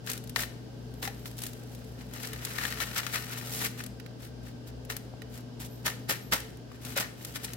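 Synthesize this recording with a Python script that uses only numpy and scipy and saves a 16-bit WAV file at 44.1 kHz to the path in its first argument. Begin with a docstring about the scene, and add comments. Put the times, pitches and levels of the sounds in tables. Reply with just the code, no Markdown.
"""Fingers coat fish with dry cracker crumbs in a foil-lined metal pan, over a humming kitchen appliance.
First a pinch of crumbs lands: brittle grains fracture and foil creases snap. From 0.4 s pats and shoves
bump the soft fish, rustle the foil and knock the pan; near 1 s a thin, high whine glides in and out.
More crumbs fall, and from 2 to 4 s the hand drags a fillet aside, buckling the foil. Light touches follow,
then three firm pats around 6 s as the whine returns, and a few last pats, shoves and sprinkles."""
import sys
import numpy as np
from scipy import signal
from scipy.fft import rfft, irfft, next_fast_len
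from scipy.io import wavfile
from scipy.ndimage import map_coordinates

SR = 44100
rng = np.random.default_rng(int(sys.argv[2]) if len(sys.argv) > 2 else 0)


def materialize(psi):
    """Save the field psi as 16-bit PCM at rate SR to the path in sys.argv[1].

    A 1-D psi becomes a single channel; in a 2-D psi each row is a channel.
    """
    bounded = np.clip(np.atleast_2d(psi).T, -1, 1)
    quanta = np.round(bounded * 32767).astype(np.int16)
    wavfile.write(sys.argv[1], SR, quanta)


N = 333396
TIME = np.arange(N) / SR


def from_db(db):
    """Amplitude ratio of a level in decibels."""
    return 10 ** (np.asarray(db) / 20)


def unit_rms(x):
    """Normalisation to a mean power of one."""
    return x / np.sqrt(np.mean(x ** 2) + 1e-20)


def at_hz(points, hz):
    """Interpolation of a spectrum on a log-frequency axis."""
    freqs, values = np.transpose(points)
    return np.interp(np.log(hz + 1), np.log(freqs), values)


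def panned(db):
    """Level difference, left minus right, as two gains of mean power one."""
    return unit_rms(from_db(np.array([[db], [-db]]) / 2))


def drift(per_s):
    """Random modulation of unit rms, interpolated between per_s values a second."""
    knots = rng.standard_normal(4096)
    return unit_rms(map_coordinates(knots, [TIME * per_s], order=1, mode="wrap"))


def add(out, s, sound):
    """Superposition of a short sound or envelope at time s."""
    start = max(int(s * SR), 0)
    out[:, start:start + sound.shape[1]] += sound[:, :max(N - start, 0)]


def through(x, response):
    """Convolution, kept to the length of the scene."""
    return signal.oaconvolve(x, response, axes=-1)[:, :N]


def minimum_phase(spectrum, size=1024):
    """Causal impulse response of unit energy, from the folded cepstrum of a spectrum."""
    magnitude = from_db(at_hz(spectrum, np.fft.rfftfreq(size, 1 / SR)))
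    cepstrum = irfft(np.log(magnitude))
    cepstrum[1:size // 2] *= 2
    cepstrum[size // 2 + 1:] = 0
    response = irfft(np.exp(rfft(cepstrum)))
    return response / np.linalg.norm(response)


def resonance(x, hz, width):
    """Damped two-pole resonator with unit peak gain."""
    radius = np.exp(-np.pi * width / SR)
    feedback = [1, -2 * radius * np.cos(2 * np.pi * hz / SR), radius ** 2]
    return signal.lfilter(np.array([1, 0, -1]) * (1 - radius ** 2) / 2, feedback, x)


def ringing(x, modes):
    """Modal superposition: a sound plus the resonances it excites, at unit energy."""
    x = x + sum(from_db(db) * resonance(x, hz, width) for hz, width, db in modes)
    return x / np.linalg.norm(x)


# Mains and motor tones: (frequency [Hz], relative level [dB], random modulation depth [ratio])
HUM_TONES = [(60.3, -52.5, 1), (120.25, -43, 0.07), (150, -55, 0), (199.8, -55, 0.84), (241.4, -52, 0.36),
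             (256.4, -54.5, 0.2), (433.4, -60.5, 1.8), (443, -59, 1.3)]
# Slow swell of the appliance: (time [s], level before scaling [dB])
APPLIANCE_SWELL = [(0.0, -50), (0.04, -44.5), (2.97, -45), (3.56, -42.5), (4.06, -46.5), (6.13, -44.5),
                   (6.78, -49), (6.89, -44), (7.09, -49.5), (7.39, -47), (7.41, -49), (7.56, -43.5)]
# Air noise: (frequency [Hz], relative spectral level [dB])
AIR_SPECTRUM = [(30, -29), (44, -21), (60, 7), (80, -5), (130, 0), (290, 0), (365, -4.5), (440, -3),
                (700, -9), (1100, -18.5), (2300, -26), (5000, -23.5), (9000, -36), (16000, -40)]
# Resonances in the air noise: (frequency [Hz], bandwidth [Hz], gain [dB])
AIR_RESONANCES = [(1575, 58, 5.5), (2940, 520, -4.5), (4930, 390, -9.5)]
# Likeness of the air noise left and right: (frequency [Hz], coherence [0-1])
AIR_COHERENCE = [(60, 1), (130, 0.54), (250, 0.53), (500, 0.32), (1000, 0), (16000, 0)]
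def appliance():
    """Tonal plus broadband noise: mains and motor tones waver over a partly coherent rush of air."""
    swell_db = np.interp(TIME, *np.transpose(APPLIANCE_SWELL))
    swell_db -= swell_db.mean()
    hum = 0
    for hz, db, depth in HUM_TONES:
        phasor = 1 + depth * (drift(9) + 1j * drift(9))
        hum += from_db(db) * unit_rms(np.real(phasor * np.exp(2j * np.pi * hz * TIME)))
    size = next_fast_len(N)
    freqs = np.fft.rfftfreq(size, 1 / SR)
    mid, side = rfft(rng.standard_normal((2, size)))
    coherence = np.clip(at_hz(AIR_COHERENCE, freqs), 0, 1)
    stereo = np.sqrt(1 + coherence) * mid + np.sqrt(1 - coherence) * side * [[1], [-1]]
    rush = irfft(from_db(at_hz(AIR_SPECTRUM, freqs)) * stereo, size)[:, :N]
    air = unit_rms(ringing(rush, AIR_RESONANCES))
    hum_gain, air_gain = from_db(-3 + 1.08 * swell_db), from_db(-47.5 + 0.16 * swell_db)
    return hum_gain * hum * panned(4.0) + air_gain * air * panned(0.17)


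def power_shares(db, foil_db):
    """Power is amplitude squared: one gesture's push, rustle and crackle, as a column."""
    return from_db([[db], [db + foil_db], [db]]) ** 2


def swells(rows, release):
    """Gaussian power envelopes; release is the ratio of fall time to rise time."""
    power = np.zeros((3, N))
    for s, rise_s, db, foil_db in rows:
        near = slice(max(int((s - 4 * rise_s) * SR), 0), int((s + 5 * rise_s) * SR))
        age = TIME[near] - s
        width_s = np.where(age < 0, rise_s, rise_s * release)
        power[:, near] += power_shares(db, foil_db) * np.exp(-(age / width_s) ** 2)
    return power


# Falling pinches of crumbs: (crest time [s], rise time [s], relative level [dB], foil offset [dB])
PINCHES = [(.096, 0.022, -42.5, 8), (.145, 0.023, -50, 7), (1.388, 0.011, -46.5, -19),
           (1.445, 0.027, -42, -1), (1.55, 0.48, -61, 4.5), (2.49, 0.068, -50, 11),
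           (3.565, 0.064, -38.5, -4), (5.645, 0.018, -49, 0), (5.77, 0.077, -64, -10), (7.26, 0.05, -49, 4),
           (7.447, 0.0082, -36.5, -11)]
def sprinkles():
    """Many small impacts merge into one smooth power envelope as each pinch rains on the coating."""
    return swells(PINCHES, release=1.14)


# Crack of a crumb: (frequency [Hz], relative spectral level [dB])
CRUMB_SPECTRUM = [(1200, -13.5), (3000, -1.5), (4500, -1), (6500, -0.5), (9000, -1), (12500, 0.2),
                  (16000, -4)]
def crumb_fracture():
    """Brittle fracture: a sudden release of stress radiates a bright, broadband pulse."""
    return minimum_phase(CRUMB_SPECTRUM)


# Tick of the foil: (frequency [Hz], relative spectral level [dB])
FOIL_SPECTRUM = [(400, -16), (850, -6), (1200, 2.5), (2100, 4), (2500, 2.5), (3600, -1), (5500, -2.5),
                 (12000, -19.5)]
# Ringing of the foil in the pan: (frequency [Hz], bandwidth [Hz], gain [dB])
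FOIL_RESONANCES = [(1410, 240, -5), (1853, 120, 1.5), (2980, 43, 1.5), (3970, 120, 0.5)]
def foil_tick():
    """Impulse response of a thin sheet: a click that rings the foil's modes."""
    return ringing(minimum_phase(FOIL_SPECTRUM), FOIL_RESONANCES)


def pan_echoes(t60, echo_db, size=512):
    """Early reflections: a direct click and its dense echoes in the pan, different left and right."""
    echoes = rng.standard_normal((2, size)) * from_db(-60 * TIME[:size] / t60)
    echoes *= from_db(echo_db) / np.linalg.norm(echoes, axis=1, keepdims=True)
    echoes[[0, 1], rng.integers(0, 26, 2)] += 1   # direct path, with its own delay on each side
    return echoes / np.linalg.norm(echoes, axis=1, keepdims=True)


def grains(response, per_s, spread_db, clump_db, spots=8):
    """Shot noise of unit rms: uneven impulses, swelling in clumps, from several spots in the pan."""
    sizes = from_db(spread_db * np.minimum(rng.exponential(1, N), 4) + clump_db * drift(220))
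    clicks = sizes * rng.choice([-1, 1], N) * (rng.random(N) < per_s / SR)
    spot = rng.integers(0, spots, N)
    swarm = sum(through((clicks * (spot == k))[None], pan_echoes(t60=0.014, echo_db=-0.5))
                for k in range(spots))
    return unit_rms(through(swarm, response[None]))


# Dull push on the fish: (frequency [Hz], relative spectral level [dB])
FISH_SPECTRUM = [(50, -26), (110, -7.5), (220, -6.5), (520, -8), (850, -3.5), (1300, -15.5), (3000, -49.5)]
def strokes(push, rustle, crackle):
    """Amplitude-modulated shot noise: the hand bumps the fish, crumples the foil and grinds crumbs."""
    fish = push * grains(minimum_phase(FISH_SPECTRUM), per_s=2500, spread_db=1.5, clump_db=1.5)
    foil = rustle * grains(foil_tick(), per_s=2400, spread_db=1.5, clump_db=3.1)
    crumbs = crackle * grains(crumb_fracture(), per_s=4200, spread_db=2.5, clump_db=2.5)
    return from_db(-1.5) * fish + from_db(1.4) * foil + from_db(1.54) * crumbs


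def trickle(crackle, fade_s=0.05):
    """Exponential relaxation: loosened crumbs roll and tick on after each touch as their energy decays."""
    retained = np.exp(-1 / (fade_s * SR))
    power = np.mean(crackle ** 2, axis=0) + 1e-18
    motion = np.sqrt(signal.lfilter([1 - retained], [1, -retained], power))
    ticks = grains(crumb_fracture(), per_s=350, spread_db=-3.5, clump_db=9.5)
    return from_db(-23) * motion * ticks * panned(0.85)


def strays(crackle, per_s=35):
    """A Poisson process: under the fingers, larger crumbs give way at random and tick on the foil."""
    sizes = from_db(-12 + 3.5 * np.clip(rng.standard_normal(N), -2, 2))
    load = np.minimum(crackle, from_db(-45.5))   # a crumb can only take so much
    clicks = load * sizes * (rng.random(N) < per_s / SR) * np.sqrt(SR / per_s)
    crack = crumb_fracture() + from_db(-6) * foil_tick()
    return through(clicks, through(crack[None], pan_echoes(t60=0.035, echo_db=6.5)))


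# Single crumbs breaking: (time [s], relative level [dB])
CRUMB_BREAKS = [(.064, -41), (0.0993, -29), (0.116, -30), (0.133, -32.5), (0.1766, -38), (.239, -46),
                (.274, -46), (0.295, -39), (0.939, -51.5), (1.313, -46), (1.3876, -38), (1.419, -36.5),
                (1.4363, -32), (1.4656, -34), (1.533, -45.5), (1.749, -46), (2.137, -39.5), (2.2314, -36),
                (2.272, -35), (2.332, -36.5), (2.45, -27.5), (3.428, -45), (3.5427, -45), (3.838, -37.5),
                (3.863, -38.5), (4.85, -48.5), (4.9662, -32), (5.376, -44), (6.319, -47), (6.4022, -38),
                (6.8503, -37), (7.2489, -33.5), (7.446, -32.5), (7.534, -35)]
# Foil creases flipping: (time [s], relative level [dB], left minus right [dB])
CREASE_FLIPS = [(.073, -34.5, 17), (0.3608, -23, 6), (.393, -32, 5), (.434, -32, 2), (1.028, -34.5, 4),
                (1.052, -33, 18), (1.076, -34, -1), (1.257, -38, 4), (2.584, -30.5, 15), (2.652, -29, 15),
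                (2.724, -32.5, 6), (2.802, -29.5, 19), (3.032, -36.5, 5), (3.066, -29, 11),
                (3.1821, -37, 13), (3.999, -43.5, -9), (4.062, -46, -6), (4.9, -33.5, 2),
                (5.2191, -43.5, -5), (5.8791, -28.5, 2), (6.3314, -25, -3), (6.718, -52, -1),
                (7.3588, -34, 8)]
def snaps(crumb_to_foil_db=-13.5, crease_to_crumb_db=-7.5, crumb_pan_db=4.5):
    """Mechanical coupling: a breaking crumb rings the foil, and a flipping crease cracks crumbs."""
    out, foil, crumb = np.zeros((2, N)), foil_tick(), crumb_fracture()
    breaks = [(s, db + crumb_to_foil_db, db, crumb_pan_db) for s, db in CRUMB_BREAKS]
    flips = [(s, db, db + crease_to_crumb_db, pan_db) for s, db, pan_db in CREASE_FLIPS]
    for s, foil_db, crumb_db, pan_db in breaks + flips:
        crack = from_db(23.5) * (from_db(foil_db) * foil + from_db(crumb_db) * crumb)
        add(out, s, through(crack * panned(pan_db), pan_echoes(t60=0.03, echo_db=18)))
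    return out


def kitchen(x, t60=0.52, build_s=0.0014, wall_cut_hz=10000, size=32768):
    """Reverberation: hard walls return a diffuse, decaying tail, a little duller than the direct sound."""
    age = TIME[:size]
    tail = rng.standard_normal((2, size)) * from_db(-60 * age / t60) * (1 - np.exp(-age / build_s))
    tail /= np.linalg.norm(tail, axis=1, keepdims=True)
    return through(x, signal.lfilter(*signal.butter(1, wall_cut_hz, fs=SR), tail))


# Fingertips on the lined pan: (time [s], level before panning [dB], frequency [Hz], 60 dB decay time [s])
PAN_KNOCKS = [(.362, -21.5, 940, 0.011), (1.076, -29, 788, 0.055), (2.586, -20.5, 1830, 0.019),
              (2.652, -22, 1740, 0.023), (5.11, -54, 990, 0.0098), (5.138, -34, 715, 0.013),
              (6.716, -39.5, 1150, 0.013), (6.965, -29.5, 562, 0.11)]
def knocks():
    """Damped free vibration: a fingertip sets the pan ringing briefly at one frequency."""
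    out, age = np.zeros((2, N)), TIME[:4096]
    for s, db, hz, t60 in PAN_KNOCKS:
        add(out, s, from_db(db - 60 * age / t60) * np.sin(2 * np.pi * hz * age) * panned(8.3))
    return out


# Fingers patting the crumbs down: (crest time [s], relative level [dB], foil offset [dB])
FINGER_PATS = [(.375, -36.5, -7), (1.033, -36.5, -3), (1.054, -47, -8), (1.077, -47.5, -1),
               (1.266, -45, -13), (4.908, -40, 1), (5.608, -43, -7.5), (5.865, -28.5, 0), (6.101, -28, 1),
               (6.331, -26, -1.5), (6.973, -34.5, 4), (7.006, -32.5, 1)]
def pats(rise_s=0.0076, fall_s=0.016, settle_s=0.018, settle_db=-8):
    """Impact and relaxation: a pat's power rises quickly, falls, and trails off as the coating settles."""
    age = TIME[:SR] - 4 * rise_s
    landing = np.exp(-(age / rise_s) ** 2)
    falling = np.exp(-abs(age / fall_s) ** 1.72)
    settling = from_db(settle_db) ** 2 * np.exp(-abs(age) / settle_s)
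    shape = np.where(age < 0, landing, falling + settling)
    power = np.zeros((3, N))
    for s, db, foil_db in FINGER_PATS:
        add(power, s + age[0], power_shares(db, foil_db) * shape)
    return power


# Fingers shoving: (crest time [s], rise time [s], relative level [dB], foil offset [dB])
FINGER_SHOVES = [(.412, 0.025, -34.5, -5), (2.01, 0.023, -60, 9), (2.16, 0.027, -49.5, 1.5),
                 (2.252, 0.013, -41.5, 1), (2.632, 0.056, -39.5, 2.5), (2.82, 0.013, -31.5, 0.5),
                 (2.982, 0.016, -33, 2), (3.155, 0.019, -34.5, 1.5), (3.33, 0.012, -40, 1),
                 (3.39, 0.011, -40.5, -12), (3.623, 0.017, -32.5, -3.5), (3.657, 0.013, -31.5, 0),
                 (3.797, 0.015, -44, 0.5), (4.24, 0.028, -51.5, -1.5), (4.478, 0.027, -56, 0.5),
                 (4.685, 0.013, -51.5, -1.5), (5.36, 0.035, -53, -3), (6.75, 0.034, -63.5, 4),
                 (6.895, 0.043, -45, -1.5), (7.363, 0.012, -40, -2), (7.455, 0.068, -52.5, 3.5)]
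def shoves():
    """Transient friction: power swells and fades as crumbs and fish slide across the foil."""
    return swells(FINGER_SHOVES, release=0.94)


# Ringing of a buckling patch of foil: (frequency [Hz], bandwidth [Hz], gain [dB])
PATCH_RESONANCES = [(1830, 130, 1.5), (1970, 140, -14), (2230, 89, -4)]
def buckles(patting, shoving, spring_back_s=0.039, knee_db=-38):
    """Snap-through buckling: creases crunch under a firm shove, or flip back just after a pat."""
    click = signal.unit_impulse(1024)
    patch = sum(from_db(db) * resonance(click, hz, width) for hz, width, db in PATCH_RESONANCES)
    pat, shove = patting[1], shoving[1]   # the power that reaches the foil
    rebound = np.interp(TIME - spring_back_s, TIME, pat)
    yielding = shove / (shove + from_db(knee_db) ** 2)   # one half at the knee
    strength = from_db(-1.5) * yielding * np.sqrt(shove) + from_db(-12.5) * np.sqrt(rebound)
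    return strength * grains(patch, per_s=350, spread_db=1.5, clump_db=-0.2) * panned(9.1)


# Glides of the whine: (start [s], end [s], first frequency [Hz], last frequency [Hz], nominal level [dB])
WHINE_GLIDES = [(.93, 1.07, 11300, 12700, -70), (1.134, 1.287, 12700, 14300, -64),
                (5.672, 5.87, 13100, 13300, -67), (5.9, 6.162, 13400, 13300, -71),
                (6.163, 6.335, 13600, 12100, -60)]
def whine(wander_hz=180, jitter_hz=140, flicker_db=4.4):
    """Frequency and amplitude modulation: a faint, very high tone glides, wanders and flickers."""
    out = np.zeros(N)
    deviation_hz = wander_hz * drift(20) + jitter_hz * drift(900)
    for start, end, first_hz, last_hz, db in WHINE_GLIDES:
        progress = np.clip((TIME - start) / (end - start), 0, 1)
        hz = first_hz + (last_hz - first_hz) * progress + deviation_hz
        tone = np.sqrt(2) * np.sin(2 * np.pi * np.cumsum(hz) / SR)
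        out += from_db(db) * np.sin(np.pi * progress) * tone
    return from_db(flicker_db * drift(35)) * out


# Rubbing of the dragged fillet: (time [s], relative level [dB])
DRAG_LEVEL = [(2.05, -64), (2.184, -50), (2.316, -51), (2.636, -44.5), (3.542, -47.5), (3.706, -63),
              (3.842, -56), (4.0, -75)]
def drag(fade_s=0.13):
    """Sustained friction: the power of rubbing while the hand stays in the crumbs and moves a fillet."""
    times, levels_db = np.transpose(DRAG_LEVEL)
    contact = np.clip(np.minimum(TIME - times[0], times[-1] - TIME) / fade_s, 0, 1)
    return (from_db(np.interp(TIME, times, levels_db)) * contact) ** 2


def excitation(sprinkling, patting, shoving, dragging):
    """Incoherent sources add in power; the root gives stereo amplitudes of push, rustle and crackle."""
    # (power, gains of push, rustle and crackle [dB], left minus right [dB])
    gestures = [(sprinkling, (-10, -9, 0.5), 1),
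                (patting, (-5.5, -1.5, -1), 2),
                (shoving, (-10, -1, -0.5), 4),
                (dragging, (-7, -0.5, -2), 4)]
    total = np.zeros((3, 2, N))
    for power, mix_db, pan_db in gestures:
        gains = from_db(mix_db)[:, None, None] * panned(pan_db)
        total += power[..., None, :] * gains ** 2
    return np.sqrt(total)


def scene():
    """Superposition: direct sound from the pan, its reverberation, the appliance and the whine."""
    patting, shoving = pats(), shoves()
    push, rustle, crackle = excitation(sprinkles(), patting, shoving, drag())
    pan = strokes(push, rustle, crackle) + buckles(patting, shoving)
    pan += trickle(crackle) + strays(crackle) + snaps() + knocks()
    return pan + from_db(-11.5) * kitchen(pan) + appliance() + whine()


def record(dry, cutoff_hz=15900):
    """An elliptic low-pass filter cuts the highest treble steeply."""
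    return signal.sosfilt(signal.ellip(10, .2, 70, cutoff_hz, fs=SR, output="sos"), dry)


dry = scene()
out = record(dry)
materialize(out)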